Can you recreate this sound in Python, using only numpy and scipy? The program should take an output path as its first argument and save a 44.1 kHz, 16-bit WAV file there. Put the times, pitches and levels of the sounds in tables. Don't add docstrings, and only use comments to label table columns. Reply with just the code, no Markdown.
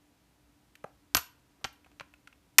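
import sys
import numpy as np
from scipy import signal
from scipy.fft import rfft, irfft
from scipy.io import wavfile
from scipy.ndimage import uniform_filter1d, minimum_filter1d

SR = 44100
rng = np.random.default_rng(int(sys.argv[2]) if len(sys.argv) > 2 else 0)


def unload_wav(signal):
    wavfile.write(
        sys.argv[1],
        SR,
        np.round(np.clip(np.atleast_2d(signal).T, -1, 1) * 32767).astype(np.int16),
    )


N = 114660

# pitch_hz, level_db (per Hz)
AIR_TONE = [(15, -48.5), (25, -27.5), (53, -2.5), (73, -3), (93, -6), (129, -8), (260, -9), (289, -1.5),
            (322, -11), (457, -16), (804, -17), (970, -20.5), (1300, -20), (13900, -32), (15500, -38)]
AIR_DB = -67.5
# pitch_hz, level_db (rms)
HUM_PARTIALS = [(60, -78.5), (129, -80.5), (294, -75), (705, -94), (969, -86)]
HUM_WAVER, HUM_WAVER_HZ = 0.29, 3

# pitch_hz, gain_db
ROOM_TONE = [(60, -15.5), (300, -8.5), (700, -6), (1030, 0), (1200, -7), (1430, -2), (1800, -2.5),
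             (2600, -1.5), (4300, -1), (8000, -2.5), (12000, -2), (15000, -10.5)]
TAIL_DB, TAIL_T60_S, TAIL_TREBLE_T60_S = -14.5, 0.34, 0.26
TAIL_DELAY_S, TAIL_BUILD_S = 0.0027, 0.004
WALL_DB, WALL_S, WALL_SPREAD_S = -25.5, 0.023, 0.005

# start_s, level_db, pitch_hz, t60_s
THUMPS = [(0.845, -62, 109, 0.087), (1.154, -37, 71, 0.14), (1.168, -31.5, 125, 0.044),
          (1.647, -36.5, 130, 0.056), (1.657, -47.5, 74.1, .09), (2.011, -46, 140, 0.04)]
# pitch_hz, level_db, t60_s
HOLLOW_MODES = [(659, -54, 0.084), (725, -48.5, 0.126), (780, -49.5, 0.14)]
KNOCK_S = 0.846

# pitch_hz, level_db, t60_s
FRAME_MODES = [(1055, -2.5, 0.046), (1420, -13, 0.044), (2204, -8, 0.047), (2760, -9.5, 0.026),
               (3210, -7, 0.034), (4070, -8.5, 0.049), (6240, -1, 0.019), (7050, -7.5, 0.024),
               (8300, -12.5, 0.026), (9001, -14.5, 0.026), (9464, -6, 0.043)]
# pitch_hz, level_db, t60_s
LOOSE_MODES = [(996, -26.5, 0.49), (1494, -26, 0.46), (2764, -27, 0.4)]
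LOOSE_WIDTH_HZ = 79
STEEL_HZ = (11785, 11835, 14880)
# level_db, t60_s
STEEL_RING = [(1, 0.11), (-8, 0.14), (-16, .18)]

# start_s, six relative level_db (one at each COLOUR_HZ), resonance_hz, decay_ms,
# ring_db (frame and cylinder), ping_db (steel)
CONTACTS = [ (0.7539, -48, -57, -28, -19, -32, -32, 1720, 2.7, -80, -84),
            (0.8409, -47, -46, -23.5, -19, -46, -39, 1910, 1.9, -58.5, -83),
            (0.8430, -4.5, -2, -1.5, -23, -38, -43, 690, 1.7, -84, -88),
            (1.1479, 0.5, 5.5, -3, 8, 12.5, 0, 5070, 1.47, -34.5, -42),
            (1.1508, 9.5, 3.5, 9.5, 5.5, -0.5, -13, 1380, 3, -30.5, -24),
            (1.1674, -5, -10, -2, -3, -1, -16, 1140, 4.2, -62, -61),
            (1.1695, -1.5, -27, 2, -1.5, 1, 2, 6940, 1.3, -48, -50),
            (1.1738, -17.5, -5, 5.5, -4.5, -5, -13, 2800, 12, -33.5, -48),
            (1.612, -36, -24, -30.5, -39.5, -46.5, -52, 1100, 18.5, -81.5, -79.5),
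            (1.6431, -7, -18, -2.5, -3.5, -0.5, -20.5, 3070, 2.4, -49, -59.5),
            (1.6479, -8.5, -5, 1.5, -0.5, -11.5, -37, 785, 2.85, -57, -54),
            (1.6545, -14, -12.5, -9, -19, -18, -28.5, 1150, 3.1, -58, -70.5),
            (1.7280, -62, -53, -44, -51, -44, -36, 11800, 11, -88, -69),
            (1.8452, -45, -33, -32.5, -28, -45, -47, 2560, 3.0, -83, -90),
            (1.862, -29, -25, -27, -32, -45.5, -53, 887, 5.0, -76.5, -92.5),
            (1.9156, -44.5, -27.5, -34, -35, -43, -53, 2400, 3, -78.5, -90.5),
            (1.9980, -50, -16, -11.5, -11.5, -16.5, -42, 2517, 1.6, -64.5, -80),
            (2.008, -23, -9, -6.5, -10.5, -26.5, -37.5, 1150, 3.1, -65, -83.5),
            (2.1385, -39, -27.5, -25, -22.5, -42.5, -41, 2606, 3.1, -73.5, -86.5),
            (2.2738, -46, -35.5, -17.5, -17.5, -29.5, -37, 1350, 2.5, -62, -90),
            (2.3274, -48, -44, -27.5, -26, -42.5, -50, 2650, 2.4, -76, -89.5),
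            (2.5835, -14, 3, 8.5, 6, 17, 15.5, 5520, 3, -26.5, -36),
            (2.5858, -13.5, -4.5, 13.5, 23.5, 13, 11.5, 2027, 1.56, -24, -30),
            (2.5885, -18.5, -0.5, 13.5, 3.5, 8, 1, 1050, 4.7, -29, -15)]
COLOUR_HZ = (200, 550, 1200, 2500, 5000, 11000)
# pitch_hz, gain_db
GUN_TONE = [(40, -25), (150, 4), (330, 0.5), (560, 1), (770, 1.5), (900, -2), (1100, -1), (1420, 3.5),
            (1800, -0.5), (2700, 2.5), (3700, -2), (4500, 2), (5100, -3), (5600, 2), (7400, 0.5), (9300, 0),
            (10400, -7), (11700, -0.5), (15000, -6.5)]
CRACK_SHARE, RATTLE_ATTACK_MS = 0.22, 0.2
EVEN_HZ = 409.6
RESONANCE_DB, RESONANCE_WIDTH_HZ = 7, 190

CEILING, LIMITER_S = 0.92, 0.001
TOP_HZ = 15250


def undb(db):
    return 10 ** (np.asarray(db) / 20)


def unit(x):
    return x / np.sqrt(np.mean(x ** 2))


def bin_hz(size):
    return np.arange(size // 2 + 1) * SR / size


def gains(points, size):
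    hz, db = np.array(points, float).T
    f = np.maximum(bin_hz(size), 1)
    return undb(np.interp(np.log(f), np.log(hz), db))


def colour(x, gain):
    cepstrum = irfft(np.log(gain))
    cepstrum[1:len(x) // 2] *= 2
    cepstrum[len(x) // 2 + 1:] = 0
    return irfft(rfft(x) * np.exp(rfft(cepstrum)))


def add(out, start_s, x):
    i = int(start_s * SR)
    out[i:i + len(x)] += x[:max(len(out) - i, 0)]


def fade(t, t60_s):
    return np.exp(-np.log(1000) * t / t60_s)


def ring(modes, size=16384):
    t = np.arange(size) / SR
    return sum(undb(db) * np.sin(2 * np.pi * hz * t) * fade(t, t60_s) for hz, db, t60_s in modes)


def slow_noise(top_hz, size):
    slow = signal.butter(2, top_hz, fs=SR, output="sos")
    return unit(signal.sosfilt(slow, rng.standard_normal(size)))


def room_noise():
    spectrum = rfft(rng.standard_normal(N)) * gains(AIR_TONE, N)
    return undb(AIR_DB) * unit(irfft(spectrum, N))


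def hum():
    t = np.arange(N) / SR
    out = np.zeros(N)
    for hz, db in HUM_PARTIALS:
        in_phase = 1 + HUM_WAVER * slow_noise(HUM_WAVER_HZ, N)
        quadrature = HUM_WAVER * slow_noise(HUM_WAVER_HZ, N)
        phase = 2 * np.pi * hz * t
        out += undb(db) * unit(in_phase * np.sin(phase) + quadrature * np.cos(phase))
    return out


def room(x, size=32768):
    t = np.arange(size) / SR
    noise = rng.standard_normal(size)
    low = signal.sosfiltfilt(signal.butter(2, 3500, fs=SR, output="sos"), noise)
    treble = noise - low
    late = np.maximum(t - TAIL_DELAY_S, 0)
    tail = low * fade(late, TAIL_T60_S) + treble * fade(late, TAIL_TREBLE_T60_S)
    tail = tail * (1 - np.exp(-late / TAIL_BUILD_S))
    wall = np.roll(low, size // 2) * np.exp(-0.5 * ((t - WALL_S) / WALL_SPREAD_S) ** 2)
    echo = undb(TAIL_DB) * tail / np.linalg.norm(tail)
    echo = echo + undb(WALL_DB) * wall / np.linalg.norm(wall)
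    return signal.fftconvolve(x, colour(echo, gains(ROOM_TONE, size)))[:N]


def thumps():
    out = np.zeros(N)
    for start_s, db, hz, t60_s in THUMPS:
        add(out, start_s, ring([(hz, db, t60_s)]))
    return out


def hollow_knock():
    out = np.zeros(N)
    add(out, KNOCK_S, ring(HOLLOW_MODES))
    return out


def steel_ping():
    return ring([(hz, db, t60_s) for hz, (db, t60_s) in zip(STEEL_HZ, STEEL_RING)])


def loose_ring(size=16384):
    return sum(ring([mode], size) * slow_noise(LOOSE_WIDTH_HZ, size) for mode in LOOSE_MODES)


def contact(levels_db, resonance_hz, decay_ms, size=4096):
    ms = np.arange(size) * 1000 / SR
    rattle = rng.standard_normal(size) * np.exp(-ms / decay_ms)
    rattle = rattle * (1 - np.exp(-ms / RATTLE_ATTACK_MS))
    burst = rattle / np.linalg.norm(rattle)
    burst[0] += CRACK_SHARE
    even_bins = max(int(EVEN_HZ * size / SR), 1)
    spread = np.sqrt(uniform_filter1d(abs(rfft(burst)) ** 2, even_bins))
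    detune = (bin_hz(size) - resonance_hz) / RESONANCE_WIDTH_HZ
    resonance = undb(RESONANCE_DB / (1 + detune ** 2))
    tone = gains(list(zip(COLOUR_HZ, levels_db)), size) * gains(GUN_TONE, size) * resonance
    return colour(burst, tone / spread)


def revolver():
    out = thumps() + hollow_knock()
    frame = ring(FRAME_MODES)
    steel = steel_ping()
    for start_s, *levels_db, resonance_hz, decay_ms, ring_db, ping_db in CONTACTS:
        add(out, start_s, contact(levels_db, resonance_hz, decay_ms))
        add(out, start_s, undb(ring_db) * (frame + loose_ring()))
        add(out, start_s, undb(ping_db) * steel)
    return out


def scene():
    gun = revolver()
    return (room_noise() + hum() + room(gun) + gun)[None]


def record(dry):
    width = int(LIMITER_S * SR)
    needed = CEILING / np.maximum(abs(dry), CEILING)
    gain = uniform_filter1d(minimum_filter1d(needed, width), width)
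    top_cut = signal.ellip(8, 0.2, 70, TOP_HZ, fs=SR, output="sos")
    return signal.sosfilt(top_cut, dry * gain)


dry = scene()
out = record(dry)
unload_wav(out)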